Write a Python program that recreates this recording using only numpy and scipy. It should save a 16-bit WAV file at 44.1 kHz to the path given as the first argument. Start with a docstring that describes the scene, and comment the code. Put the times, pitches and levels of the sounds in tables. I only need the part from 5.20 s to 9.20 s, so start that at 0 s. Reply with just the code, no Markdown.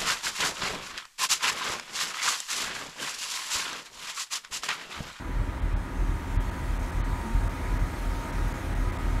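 """Stone-cutting machines run in an open quarry. From the start two heavy drives at slightly different
speeds beat against each other, the saw whines over the broadband roar of the cut, frames hum and wind
rumbles; now and then the treble drops out for an instant. As the microphone turns towards the cut,
the hiss of its spray grows louder and brighter. Just after 2 s a low note swells and fades, then the
saw bites harder twice, and near 3.3 s a speck of grit ticks."""
import sys
import numpy as np
from scipy import signal
from scipy.fft import rfft, irfft, next_fast_len
from scipy.io import wavfile
from scipy.ndimage import uniform_filter1d, map_coordinates

SR = 44100
rng = np.random.default_rng(int(sys.argv[2]) if len(sys.argv) > 2 else 0)


def wav_out(sig):
    """Save sig, one row per channel (or a flat mono array), as 16-bit PCM at SR to the path in sys.argv[1]."""
    wavfile.write(sys.argv[1], SR, np.round(np.clip(np.atleast_2d(sig).T, -1, 1) * 32767).astype(np.int16))


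N = 176400

DRIVE_HZ, BEAT_HZ, IN_STEP_S = 39.55, 2.96, .19
# Harmonics of the slower and the faster drive: order, level/dB between chugs
SLOW_HARMONICS = [(1, -36), (2, -45), (4, -57)]
FAST_HARMONICS = [(1, -36.3), (3, -58), (5, -58)]
def drives():
    """Beating: two drives fall in and out of step at the difference of their frequencies."""
    out = np.zeros(N)
    for hz, harmonics in (DRIVE_HZ, SLOW_HARMONICS), (DRIVE_HZ + BEAT_HZ, FAST_HARMONICS):
        phase = 2 * np.pi * hz * (clock() - IN_STEP_S) + .033 * wobble(5.47)
        for order, db in harmonics:
            out += np.sqrt(2) * amp(db + .5 * wobble(22)) * np.cos(order * phase)
    return out * amp(chug_db())


# Chugs of the drives: t/s, lift/dB
CHUGS = [(.2, 6), (.45, 7), (.555, 5), (.812, 8.5), (.91, 6.5), (1.17, 8.5), (1.53, 4), (1.64, 6.5),
         (1.779, 10.5), (1.875, 3.5), (2.159, 10), (2.26, 6), (2.52, 4.5), (2.63, 9.5), (2.87, 3),
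         (3.16, 2), (3.25, 5), (3.61, 7), (3.69, 11.5), (3.87, 4.5), (3.965, 6.5)]
def chug_db():
    """Amplitude modulation: short lifts of the bass, in dB, break the throb into chugs."""
    return sum(db * gaussian(clock(), s, width=.031) for s, db in CHUGS)


# The cut as the microphone turns to it: t/s, roar level/dB, hiss level/dB before treble shading
FACING = [(0, -42, -54), (.7, -42, -53.5), (1.3, -41, -51.5), (2.1, -40, -51), (2.9, -40, -50.5),
          (4, -39, -51)]
# Spectra of the roar and of the spray: f/Hz, relative spectral level/dB
ROAR_SPECTRUM = [(100, -13.5), (170, 0.5), (210, -3.5), (270, 1), (335, 1.5), (420, -5), (620, -4.5),
                 (780, -8.5), (900, -4), (1090, -6.5), (1260, -4.5), (1420, -7), (1750, -7), (2100, -11.5),
                 (2480, -14.5), (2750, -20.5), (4000, -24), (5000, -41), (9000, -78)]
SPRAY_SPECTRUM = [(1200, -3.5), (2700, 1.5), (3800, 1), (4500, 1), (4900, -2.5), (5600, 0.5), (6900, 0),
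                  (7600, -2.5), (8400, -1), (9800, -4.5), (10350, -7.5), (10900, -4.5), (12200, -6),
                  (13500, -10.5), (15700, -14.5)]
def cutting():
    """Directivity: ground stone roars and spray hisses, louder and brighter when faced."""
    roar_db, hiss_db = curves(FACING)
    roar = amp(roar_db + .2 * wobble(18)) * rock_echoes(rush(ROAR_SPECTRUM, patchy_db=.8))
    hiss = amp(hiss_db) * rock_echoes(rush(SPRAY_SPECTRUM, patchy_db=1.5))
    off_axis_db = hiss_db - hiss_db.max()
    hiss += (amp(.62 * off_axis_db) - 1) * treble(hiss, edge_hz=3700, order=16)
    top_db = .22 * off_axis_db + .8 * wobble(7)
    return roar + hiss + (amp(top_db) - 1) * treble(hiss, edge_hz=5700, order=6)


# The two main tones of the saw: f/Hz
SAW_HZ = [921.5, 989.3]
# Envelopes of the lower and the upper tone: t/s, level/dB
LOW_ENVELOPE = [(0, -56), (.35, -52.5), (.65, -55), (1.1, -48.5), (1.8, -52.5), (2.02, -43), (2.25, -46),
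                (2.68, -52), (3.05, -44), (3.25, -48), (3.7, -56), (4, -46.5)]
HIGH_ENVELOPE = [(0, -54), (.7, -55.5), (.97, -59), (1.3, -49), (1.8, -56), (1.96, -43.5), (2.1, -64),
                 (2.53, -48), (2.8, -60), (3.1, -49), (3.45, -61), (3.68, -47.5), (4, -64)]
# Fainter tones of the cut: f/Hz, level/dB relative to the roar
FAINT_PARTIALS = [(1147, -20.5), (1237, -16.5), (1252, -25), (1616, -19), (1822, -26), (2222, -28.5),
                  (3694, -31)]
def saw_whine():
    """Resonance: the saw sings in the cut on two tones that swell and fade, and on fainter ones."""
    main = faint = 0
    for hz, envelope in zip(SAW_HZ, (LOW_ENVELOPE, HIGH_ENVELOPE)):
        gain = amp(curves(envelope)[0])
        main += gain * tone(hz, drift_rad=.45, drift_rate=11, waver_db=1, waver_rate=21)
    for hz, db in FAINT_PARTIALS:
        faint += amp(db) * tone(hz, drift_rad=1, drift_rate=13, waver_db=.5, waver_rate=7.7)
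    roar_db = curves(FACING)[0]
    return main + amp(roar_db) * faint


# The saw bites harder: t/s, lift/dB
BITES = [(2.45, 3.5), (3.05, 2.5)]
# Resonances of the cut: f/Hz, half width/Hz, level/dB when fully faced and between bites
CUT_RESONANCES = [(680, 112, -52.5), (1251, 36, -51.5), (2146, 350, -54)]
def grinding():
    """Noise-driven resonance: hollow bands stand out as the cut is faced and swell with each bite."""
    roar_db = curves(FACING)[0]
    off_axis_db = 2.5 * (roar_db - roar_db.max())
    bite_db = sum(db * gaussian(clock(), s, width=.06) for s, db in BITES)
    bands = sum(amp(db) * noise_band(hz, width) for hz, width, db in CUT_RESONANCES)
    return bands * amp(off_axis_db + bite_db)


# Tones of further motors and of the machine frames: f/Hz, level/dB
MOTOR_TONES = [(50.6, -47.5), (53, -52), (62.6, -46), (75, -49), (106, -48.5), (137.5, -54)]
FRAME_TONES = [(174.8, -51.5), (190, -53), (237, -63), (250.4, -54.5), (257, -55), (273.5, -49),
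               (290, -64.5), (317.4, -55.5), (527.6, -58.5), (593.5, -61.5), (672.9, -65.5), (823.6, -59)]
def hum():
    """Forced vibration: motors give steady low tones, the machine frames less steady ones."""
    motors = sum(amp(db) * tone(hz, drift_rad=.21, drift_rate=4.7, waver_db=2.5, waver_rate=4.37)
                 for hz, db in MOTOR_TONES)
    frames = sum(amp(db) * tone(hz, drift_rad=.66, drift_rate=6, waver_db=2, waver_rate=7)
                 for hz, db in FRAME_TONES)
    return motors + frames


# Rumble of wind and machinery: f/Hz, relative spectral level/dB
RUMBLE_SPECTRUM = [(15, -27), (24, -42), (33, -33), (50, -6), (75, -2.5), (110, -6), (145, -13.5),
                   (220, -26.5), (500, -40), (1500, -79)]
def rumble(level_db=-36.3, gust_db=1.0, throb_db=2.3, chug_share=.5):
    """Modulated noise: wind and machinery rumble, more so with the drives in step and in each chug."""
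    throb = np.cos(2 * np.pi * BEAT_HZ * (clock() - IN_STEP_S))
    lift_db = gust_db * wobble(25) + throb_db * throb + chug_share * chug_db()
    return amp(level_db) * unit(rush(RUMBLE_SPECTRUM, patchy_db=-.5) * amp(lift_db))


def boom(at_s=2.072, hz=219, level_db=-35):
    """Tone burst: a low note swells and fades once under a Gaussian envelope."""
    carrier = np.sqrt(2) * np.sin(2 * np.pi * hz * clock())
    return amp(level_db) * gaussian(clock(), at_s, width=.036) * carrier


def grit_tick(at_s=3.282, level_db=-41.5, t60_s=.008):
    """Damped transient: a speck of grit near the microphone gives a bright, fast-decaying click."""
    age = clock() - at_s
    envelope = amp(level_db - 60 * np.abs(age) / t60_s) * (age > 0)
    return envelope * noise_band(11500, width_hz=2200)


def rock_echoes(x, ripple_db=1.76, spacing_hz=45.44):
    """Interference: echoes from the rock faces ripple the spectrum; the result has rms 1."""
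    knots = ripple_db * rng.standard_normal(4096)
    return unit(filtered(x, lambda f: amp(map_coordinates(knots, [f / spacing_hz], mode="mirror"))))


def tone(hz, drift_rad, drift_rate, waver_db, waver_rate):
    """Scintillation: a tone of rms 1 wavers in phase and level on its way through moving air."""
    phase = 2 * np.pi * (hz * clock() + rng.random()) + drift_rad * wobble(drift_rate)
    return unit(np.sin(phase) * amp(waver_db * wobble(waver_rate)))


def rush(spectrum, patchy_db):
    """Spectral shaping: coloured noise of rms 1, its gain patchy in time and frequency."""
    cells = signal.stft(rng.standard_normal(N), nperseg=512)[2]
    patches = uniform_filter1d(rng.standard_normal(cells.shape), size=5, axis=0)
    patches = uniform_filter1d(patches, size=14, axis=1)
    noise = signal.istft(cells * amp(patchy_db * unit(patches)), nperseg=512)[1][:N]
    hz, db = np.transpose(spectrum)
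    return unit(filtered(noise, lambda f: amp(np.interp(np.log(f + 1), np.log(hz), db))))


def noise_band(hz, width_hz):
    """Band-pass filtering: noise of rms 1 around hz."""
    return unit(filtered(rng.standard_normal(N), lambda f: gaussian(f, hz, width_hz)))


def treble(x, edge_hz, order):
    """High-pass filtering: the part of x above an edge."""
    return filtered(x, lambda f: 1 - 1 / (1 + (f / edge_hz) ** order))


def filtered(x, response):
    """Linear filtering: the spectrum of x times a frequency response."""
    size = next_fast_len(N + SR // 2)
    return irfft(rfft(x, size) * response(np.fft.rfftfreq(size, 1 / SR)), size)[:N]


def wobble(rate):
    """Spline interpolation: a smooth random curve, rate knots a second."""
    return map_coordinates(rng.standard_normal(1024), [clock() * rate], mode="mirror")


def curves(rows):
    """Linear interpolation: one value per sample for each column after the time."""
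    times, *columns = np.transpose(rows)
    return [np.interp(clock(), times, column) for column in columns]


def gaussian(x, centre, width):
    """Gaussian window: 1 at the centre, 1/e one width away."""
    return np.exp(-((x - centre) / width) ** 2)


def amp(db):
    """Decibel law: level to amplitude ratio."""
    return 10 ** (np.asarray(db) / 20)


def unit(x):
    """Normalisation to rms 1."""
    return x / np.sqrt(np.mean(x ** 2) + 1e-20)


def clock():
    """Uniform sampling: t/s of every sample."""
    return np.arange(N) / SR


def scene():
    """Superposition: machines and wind add at one microphone."""
    return (drives() + cutting() + saw_whine() + grinding() + hum() + rumble() + boom() + grit_tick())[None]


# Treble dropouts: t/s, duration/s, depth/dB, lower edge f/Hz
DROPOUTS = [(.411, .016, 17, 4200), (.551, .028, 20, 4300), (1.185, .034, 30, 4400),
            (1.306, .009, 10, 3400), (1.586, .011, 12, 3900), (1.714, .009, 12, 3700),
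            (1.829, .026, 24, 4500), (2.288, .011, 20, 3400), (2.587, .009, 12, 3300),
            (3.119, .011, 11, 3700), (3.334, .01, 12, 3600), (3.546, .009, 14, 4000),
            (3.717, .009, 15, 3300), (3.781, .01, 15, 3000)]
def record(dry, low_cut_hz=22.2, top_hz=15720):
    """Band limiting: the treble dips briefly, the microphone rolls off deep bass, the top is cut."""
    x = dry[0]
    for s, duration, depth_db, edge_hz in DROPOUTS:
        gate = np.exp(-np.abs(2 * (clock() - s) / duration) ** 6)
        x = x - gate * (1 - amp(-depth_db)) * treble(x, edge_hz, order=16)
    return filtered(x, lambda f: (f < top_hz) * (1 - 1 / (1 + (f / low_cut_hz) ** 10)))[None]


dry = scene()
out = record(dry)
wav_out(out)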